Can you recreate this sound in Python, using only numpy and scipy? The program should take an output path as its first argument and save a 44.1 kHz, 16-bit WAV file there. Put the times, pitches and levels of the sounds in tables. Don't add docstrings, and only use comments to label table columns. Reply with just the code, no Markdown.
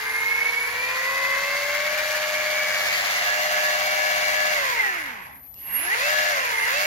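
import sys
import numpy as np
from scipy import signal
from scipy.fft import rfft, irfft, next_fast_len
from scipy.io import wavfile
from scipy.ndimage import uniform_filter1d, map_coordinates

SR = 44100
rng = np.random.default_rng(int(sys.argv[2]) if len(sys.argv) > 2 else 0)


def put_to_file(sound):
    columns = np.atleast_2d(sound).T
    safe = np.clip(columns, -1, 1)
    whole_steps = np.round(safe * 32767)
    wavfile.write(sys.argv[1], SR, whole_steps.astype(np.int16))


def how_loud(loudness_db):
    steps = np.asarray(loudness_db, float) / 20
    return 10 ** steps


N = 302511

# (frequency [Hz], density [dB/Hz])
TRAFFIC = [(15, -53), (25, -100), (43, 1), (147, -5), (216, -10.5), (262, -2.5), (283, -6.5), (318, -20),
           (818, -10.5), (1250, -16), (2500, -58), (3250, -61), (5500, -120)]
# (time [s], peak level [dB])
TICKS = [
    (5.3572, -56),
    (5.5413, -46),
]
# (time [s], speed [turns/s])
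SPIN_UP = [(0.0, 71.3), (0.52, 77.6), (0.71, 78.4), (0.84, 81.9), (1.2, 88.4), (1.36, 89.4), (1.52, 92.2),
           (1.72, 94.4), (1.96, 98.8)]
# (time [s], speed [turns/s])
STOP_GO = [
    (4.54, 98.95),
    (5.33, 17.5),
    (5.44, 8.5),
    (5.55, 4.5),
    (5.65, 16),
    (5.77, 42),
    (5.91, 64.5),
    (6.045, 94),
    (6.12, 98.8),
]
# (time [s], speed [turns/s])
DIP = [
    (6.3, 98.8),
    (6.44, 82),
    (6.58, 72.3),
    (6.655, 72.6),
    (6.77, 96),
    (6.86, 98.5),
]
# (time [s], swing to second end [0-1], right-port lag [s], left over right [dB])
CAMERA = [(0, 0, 0, -1.5), (.7, 0, .00001, 0), (2.5, .05, .00004, .3), (3.0, .6, .00026, 0),
          (3.4, 1, .00032, 0), (4.3, 1, .00033, 0), (4.7, 1, .00036, -3), (5.8, 1, .00038, -2.5),
          (6.2, 1, .00036, -1), (6.86, 1, .00036, -2.3)]
# (time [s], level [dB])
NEAR = [(0, -0.5), (.7, -1.5), (1.4, 0), (2.5, 0), (3.0, 2), (3.6, 0), (4.4, 0.5), (5.0, 1.5), (6.1, 1),
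        (6.86, 1)]
# (frequency [Hz], likeness [0-1])
ALIKE = [(60, 0.92), (600, 0.64), (1400, 0.33), (2500, 0.36), (5000, 0.27), (9000, 0.04), (14000, 0.057)]
# (frequency [Hz], phase [rad])
PORT_LEAD = [(100, 0), (600, .4), (1000, -.6), (1700, -1.6), (2400, -1.6), (3500, 0), (9000, .5),
             (11000, -1.8), (15000, 0)]
# (frequency [Hz], left over right [dB])
LEAN = [(60, -0.5), (110, 4), (200, 0.5), (380, 5), (700, 5.5), (1290, 2), (2380, 0), (4400, 1), (8120, 3),
        (15000, -0.5)]

# (level at full speed [dB], rise at second end [dB], knee [Hz], slope below [dB/decade],
# rise at full current [dB])
LAWS = [
    (-36.5, 1.5, 62.8, 42, 0.5),
    (-36, 1.5, 160, 48, 1),
    (-49, 0.5, 97, 54, 1),
    (-50.5, 8, 69, 56, 6),
]
# (frequency [Hz], density [dB/Hz])
BODY = [(200, -68), (350, -31.5), (480, -24), (700, -13), (1000, -12.5), (1350, -6.5), (1650, 0.5),
        (1850, 0), (2100, 0), (2350, -2.5), (2600, -7), (3100, -14.5), (3700, -20.5), (5000, -36)]
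FRICTION = [(1880, -30), (3200, -3.5), (3750, -4.5), (4680, -2.5), (5440, -7), (6650, -6), (7670, -15),
            (8500, -27.5), (11000, -39), (18700, -120)]
AIR = [(6500, -42), (8000, -6), (9200, -6), (10400, -2.5), (11050, 5), (11280, 3.5), (11550, 4.5),
       (12200, 2.5), (14000, -1.5), (15500, 0.5), (15900, -7.5)]
DRUM = [(450, -40), (700, -6.5), (900, -1), (1100, 3), (1500, -47)]
PLATE = [(1600, -40), (1880, -10), (2000, 0), (2100, -10), (2400, -40)]
# (frequency [Hz], level [dB])
SHELL = [(2300, -40), (2620, -12), (2760, 0), (2900, -12), (3300, -40)]
# (frequency [Hz], level [dB])
WINDINGS = [(9500, -60), (10200, -26), (11000, -12), (11450, 0), (11800, -7), (12600, -16),
            (13200, -30), (13800, -70)]
# (shaft speed [turns/s], lower level [dB], upper level [dB])
CHOP = [(7, -50, -48), (12, -39, -45), (39.2, -24.5, -49), (62.4, -33, -53), (74, -42.5, -47),
        (81, -47, -51), (93, -58, -59), (99, -58, -59)]

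# (frequency [Hz], level [dB])
FRAME = [(60, -34), (300, -20), (600, -8), (850, 0), (1050, 6), (1200, 0), (1400, -3), (1650, -3),
         (2000, 2), (2400, 0), (3300, -6)]
# (shaft multiple, level at first end [dB], level at second end [dB])
ORDERS = [(1.99, -55.5, -55), (4.043, -55.5, -53.5), (5.013, -50.5, -47.5), (5.35, -46.5, -46),
          (5.87, -42.5, -41), (6.76, -43.5, -47.5), (7.17, -45.5, -33), (7.8, -71, -37), (7.95, -44, -41.5),
          (8.21, -53, -47), (8.99, -70, -46), (9.21, -46.5, -44), (9.9, -73, -39.5), (9.9, -82, -49),
          (10.37, -50, -49), (11.39, -69, -37.5), (12.84, -53.5, -40), (13.84, -45, -43.5),
          (14.29, -50.5, -56), (16.12, -43.5, -35), (16.25, -77, -73), (18.7, -101, -71), (18.37, -70, -54),
          (18.4, -50, -53), (18.4, -60, -38), (20.8, -74, -48), (21.85, -29, -34), (23.92, -31.5, -50)]
# (frequency [Hz], level [dB])
TREAD_SINGS = [(40, -85), (150, -62), (250, -53), (440, -49), (510, -44), (555, -37), (585, -33),
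               (612, -33)]
TWICE_FIRST = [(100, -80), (860, -48), (990, -44), (1040, -37), (1110, -36), (1150, -46), (1225, -47)]
TWICE_SECOND = [(100, -95), (600, -51), (760, -39), (1080, -33), (1160, -44), (1225, -47)]
SECOND_SINGS = [(100, -95), (700, -57), (960, -49), (1020, -37), (1090, -41), (1135, -44)]
THIRD_SINGS = [(120, -95), (600, -66), (950, -50), (1250, -48), (1400, -51), (1520, -43), (1700, -38.5)]
FOURTH_FIRST = [(160, -72), (1000, -46), (1640, -43), (1830, -33), (1890, -25.5), (2130, -30), (2270, -31)]
FOURTH_SECOND = [(160, -100), (1000, -60), (1750, -42), (2000, -29), (2150, -36), (2270, -32)]
NINTH_SINGS = [(400, -90), (3900, -60), (4250, -50), (4750, -51), (5100, -58)]
PAIR_FIRST = [(200, -90), (2070, -33), (2160, -26.5), (2235, -22), (2290, -35), (2385, -28), (2450, -37),
              (2870, -44)]
PAIR_SECOND = [(200, -100), (1360, -52), (1650, -37), (1800, -27), (2070, -23), (2150, -32), (2380, -41),
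               (2870, -45)]
# (time [s], length [s], level [dB], left over right [dB])
FLARES = [(2.05, .1, 3, 4), (2.58, .06, 4, -3), (3.31, .07, 10, -12), (3.62, .14, 8, -12),
          (4.05, .12, 8, 10), (4.43, .14, 8, 10), (6.2, .17, 8, 10)]

WHEEL, TREAD, BALL = .17153, 36 * .17153, 5.735
PAIR_LOW, PAIR_HIGH, POLES = 28.68, 29.02, 14
FULL_HZ, CARRIER_HZ = 98.9, 11912


def unit(x):
    return x / np.sqrt(np.mean(x ** 2) + 1e-20)


def along(points, hz):
    f, v = np.transpose(points)
    return np.interp(np.log(hz + 1), np.log(f + 1), v)


def curves(rows):
    s, *cols = np.transpose(rows)
    return [np.interp(np.arange(N) / SR, s, c) for c in cols]


def wobble(rate):
    knots = rng.standard_normal(1000)
    return map_coordinates(knots, [np.arange(N) * min(rate, 100) / SR], order=1)


def filtered(x, response):
    m = next_fast_len(N + 8192)
    return irfft(rfft(x, m) * response(np.fft.rfftfreq(m, 1 / SR)), m)[..., :N]


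def rush(spectrum, patchy_db):
    z = signal.stft(rng.standard_normal((2, N + 512)), nperseg=512)[2]
    field = uniform_filter1d(rng.standard_normal(z.shape[1:]), size=5, axis=0)
    field = uniform_filter1d(field, size=12, axis=1)
    pair = signal.istft(z * how_loud(patchy_db * unit(field)), nperseg=512)[1][:, :N]

    def mid_side(hz):
        turn = np.arccos(np.clip(along(ALIKE, hz), -1, 1)) / 2
        return how_loud(along(spectrum, hz)) * [np.cos(turn), np.sin(turn)]

    mid, side = filtered(pair, mid_side)
    return unit(np.array([mid + side, mid - side]))


def tone(cycles, level_db, rough, apart):
    size = np.sqrt(2) * how_loud(level_db + 7 * rough * wobble(24))
    phase = 2 * np.pi * (cycles + rng.random()) + 2.2 * rough * wobble(30)
    split, lean_db = apart * wobble(3), 7 * apart * wobble(4)
    return size * how_loud([lean_db, -lean_db]) * np.sin([phase + split, phase - split])


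def camera_swing():
    return np.clip(curves(CAMERA)[0], 0, 1)


def pull(speed_hz):
    gain = uniform_filter1d(np.gradient(speed_hz) * SR, size=1200)
    coast, span = -100, 300
    return np.clip((gain - coast) / span, 0, 1)


def traffic():
    return how_loud(-55.5) * rush(TRAFFIC, patchy_db=1.5)


def ticks():
    out, t = np.zeros(N + 2000), np.arange(900) / SR
    for s, db in TICKS:
        click = how_loud(db + 9.5 - 60 * t / 0.02) * rng.standard_normal(len(t))
        out[round(s * SR):][:len(t)] += click
    return filtered(out[:N], lambda hz: hz / (hz + 2500))


def speed_rise_db(hz, knee, slope):
    return -10 * np.log10(1 + (knee / hz) ** (slope / 10))


def law_db(law, speed_hz):
    db, far_db, knee, slope, pull_db = law
    rise_db = speed_rise_db(speed_hz, knee, slope) - speed_rise_db(FULL_HZ, knee, slope)
    return db + far_db * camera_swing() + rise_db + pull_db * pull(speed_hz) + curves(NEAR)[0]


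def turn_beat(turns):
    depths = (1, .12), (2, .12), (3, .1), (WHEEL, .05)
    return sum(depth * np.cos(2 * np.pi * (k * turns + rng.random())) for k, depth in depths)


def tyre_drum(speed_hz):
    return how_loud(-45.5 + speed_rise_db(speed_hz, 18.7, 77)) * rush(DRUM, patchy_db=2)


def frame_rattle(beat, frame_db):
    level = how_loud(frame_db + 7.5 + .8 * wobble(20))
    return level * (1 + .8 * beat) * rush(BODY, patchy_db=1.4)


def side_plate(frame_db):
    level = how_loud(frame_db + 1 + 2.2 * wobble(12) + [[-7], [0]])
    return camera_swing() * level * rush(PLATE, patchy_db=2)


def rotor_shell(speed_hz):
    duty = np.clip(speed_hz / FULL_HZ, 0, 1)
    hum = how_loud(-42) * np.clip(2 * pull(speed_hz) - .5, 0, 1) * np.exp(-((duty - .45) / .27) ** 2)
    level = np.hypot(how_loud(law_db(LAWS[3], speed_hz)), hum)
    return level * how_loud(2.2 * wobble(35)) * rush(SHELL, patchy_db=-2.5)


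def rubber_friction(beat, jolt_db, speed_hz):
    hiss = how_loud(-60) * np.clip(2 * pull(speed_hz) - .5, .25, 1)
    level = np.hypot(how_loud(law_db(LAWS[1], speed_hz)), hiss)
    noise = unit((1 + 1.25 * beat) * rush(FRICTION, patchy_db=0.8))
    return level * how_loud(3 + .5 * jolt_db) * noise


def air_rush(beat, jolt_db, speed_hz):
    noise = unit((1 + 1.3 * beat) * rush(AIR, patchy_db=1.4))
    return how_loud(law_db(LAWS[2], speed_hz) + 10 + jolt_db) * noise


def contact(turns, speed_hz):
    beat, frame_db = turn_beat(turns), law_db(LAWS[0], speed_hz)
    jolt_db = 1.3 * wobble(60) + .4 * wobble(25)
    out = tyre_drum(speed_hz) + frame_rattle(beat, frame_db) + side_plate(frame_db)
    out += rotor_shell(speed_hz) + rubber_friction(beat, jolt_db, speed_hz)
    return out + air_rush(beat, jolt_db, speed_hz)


def switching(turns, speed_hz):
    driven = np.clip(8 * pull(speed_hz), 0, 1)
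    first_end_db = -3.5 * (1 - curves(CAMERA)[0])
    full_throttle_db = -25 * np.clip((speed_hz - 88) / 8, 0, 1)
    shaft_hz, *sides_db = np.transpose(CHOP)

    def sideband_db(driven_db, idle_db):
        under_current_db = np.interp(speed_hz, shaft_hz, driven_db)
        return idle_db + driven * (under_current_db - idle_db) + first_end_db + full_throttle_db

    low_db, high_db = sideband_db(sides_db[0], -51), sideband_db(sides_db[1], -60)
    slow_db = high_db - .7 * np.clip(speed_hz - 18, 0, None)
    carrier = CARRIER_HZ * np.arange(N) / SR
    out = tone(carrier - POLES * turns, low_db - 3, rough=.5, apart=.6)
    out += tone(carrier + POLES * turns, high_db - 3.5, rough=.35, apart=.6)
    out += tone(carrier + 2 * POLES * turns, low_db - 27, rough=.4, apart=.6)
    out += tone(carrier - 2 * POLES * turns, slow_db - 7, rough=.6, apart=.6)
    out += tone(carrier - 3 * POLES * turns, slow_db - 10, rough=.6, apart=.6)
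    return out + how_loud(low_db - 8.5) * rush(WINDINGS, patchy_db=2.5)


def force_db(speed_hz):
    return 32 * np.log10(speed_hz / FULL_HZ)


def lesser_whines(turns, speed_hz):
    swing, out = camera_swing(), np.zeros((2, N))
    for k, first_db, second_db in ORDERS:
        radiated_db = along(FRAME, k * speed_hz) - along(FRAME, k * FULL_HZ)
        level_db = first_db + swing * (second_db - first_db) + force_db(speed_hz) + radiated_db - 6.5
        lumpy = 1 + .6 * np.cos(2 * np.pi * (WHEEL * turns + rng.random()))
        out += lumpy * tone(k * turns, level_db, rough=.17, apart=.4)
    return out


def magnets(turns, speed_hz):
    gain = uniform_filter1d(np.gradient(speed_hz) * SR, size=3000)
    torque_db = np.clip(.13 * gain, 0, 17)
    shell_db = .5 * along(SHELL, 2 * POLES * speed_hz)
    level_db = -52 + 13 * camera_swing() + torque_db + force_db(speed_hz) + shell_db
    return tone(2 * POLES * turns, level_db, rough=.15, apart=.2)


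def between_ends(k, first, second, speed_hz):
    swing = camera_swing()
    return (1 - swing) * along(first, k * speed_hz) + swing * along(second, k * speed_hz)


def beating_pair(turns, speed_hz):
    pair_db = between_ends(PAIR_HIGH, PAIR_FIRST, PAIR_SECOND, speed_hz)
    out = tone(PAIR_LOW * turns, pair_db - 3.5, rough=.35, apart=.25)
    return out + tone(PAIR_HIGH * turns, pair_db - 1.5, rough=.3, apart=.25)


def bearing_balls(turns, speed_hz):
    t, swing = np.arange(N) / SR, camera_swing()
    flare_db = np.zeros((2, N))
    for s, length, db, pan_db in FLARES:
        sides_db = np.array([[db + pan_db / 2], [db - pan_db / 2]])
        flare_db += np.exp(-((t - s) / length) ** 2) * sides_db
    beat = 1 - .55 * np.cos(2 * np.pi * (t - .6) / 1.43)
    loose_db = 8 * np.clip(1 - 8 * pull(speed_hz), 0, 1)
    third_db = along(THIRD_SINGS, 3 * BALL * speed_hz) + 2 * swing
    fourth_db = between_ends(4 * BALL, FOURTH_FIRST, FOURTH_SECOND, speed_hz) - 2 + loose_db
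    ninth_db = along(NINTH_SINGS, 9 * BALL * speed_hz) - 6 * swing
    out = tone(2 * BALL * turns, along(SECOND_SINGS, 2 * BALL * speed_hz), rough=.2, apart=.2)
    out += how_loud(flare_db) * tone(3 * BALL * turns, third_db, rough=.18, apart=.1)
    out += beat * tone(4 * BALL * turns, fourth_db, rough=.4, apart=.2)
    return out + tone(9 * BALL * turns, ninth_db, rough=.4, apart=.3)


def tread_knobs(turns, speed_hz):
    swing = camera_swing()
    tread_db = along(TREAD_SINGS, TREAD * speed_hz) - 9 * np.sin(np.pi * swing ** 2) + .5 * swing
    twice_db = between_ends(2 * TREAD, TWICE_FIRST, TWICE_SECOND, speed_hz)
    out = tone(TREAD * turns, tread_db, rough=.06, apart=.12)
    return out + tone(2 * TREAD * turns, twice_db, rough=.2, apart=.2)


def whines(turns, speed_hz):
    out = lesser_whines(turns, speed_hz) + magnets(turns, speed_hz) + beating_pair(turns, speed_hz)
    return out + bearing_balls(turns, speed_hz) + tread_knobs(turns, speed_hz)


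def scene():
    speed_hz = curves(SPIN_UP + STOP_GO + DIP)[0]
    speed_hz = uniform_filter1d(speed_hz, size=1800)
    turns = np.cumsum(speed_hz) / SR
    _, lag, pan_db = curves(CAMERA)
    swing, sign = camera_swing(), np.array([[.5], [-.5]])
    near = ticks() + contact(turns, speed_hz) + whines(turns, speed_hz)
    shaded = filtered(near, lambda hz: np.exp(1j * sign * along(PORT_LEAD, hz)))
    left, right = how_loud(sign * pan_db) * ((1 - swing) * shaded + swing * near)
    right = map_coordinates(right, [np.arange(N) - lag * SR])
    return traffic() + np.array([left, right]) + switching(turns, speed_hz)


def roll_off(x):
    return signal.sosfilt(signal.butter(12, 17090, fs=SR, output="sos"), x)


def record(dry):
    sides = np.array([[.5], [-.5]])
    ports = filtered(dry, lambda hz: how_loud(sides * along(LEAN, hz)) * (hz < 15920))
    return roll_off(ports)


dry = scene()
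out = record(dry)
put_to_file(out)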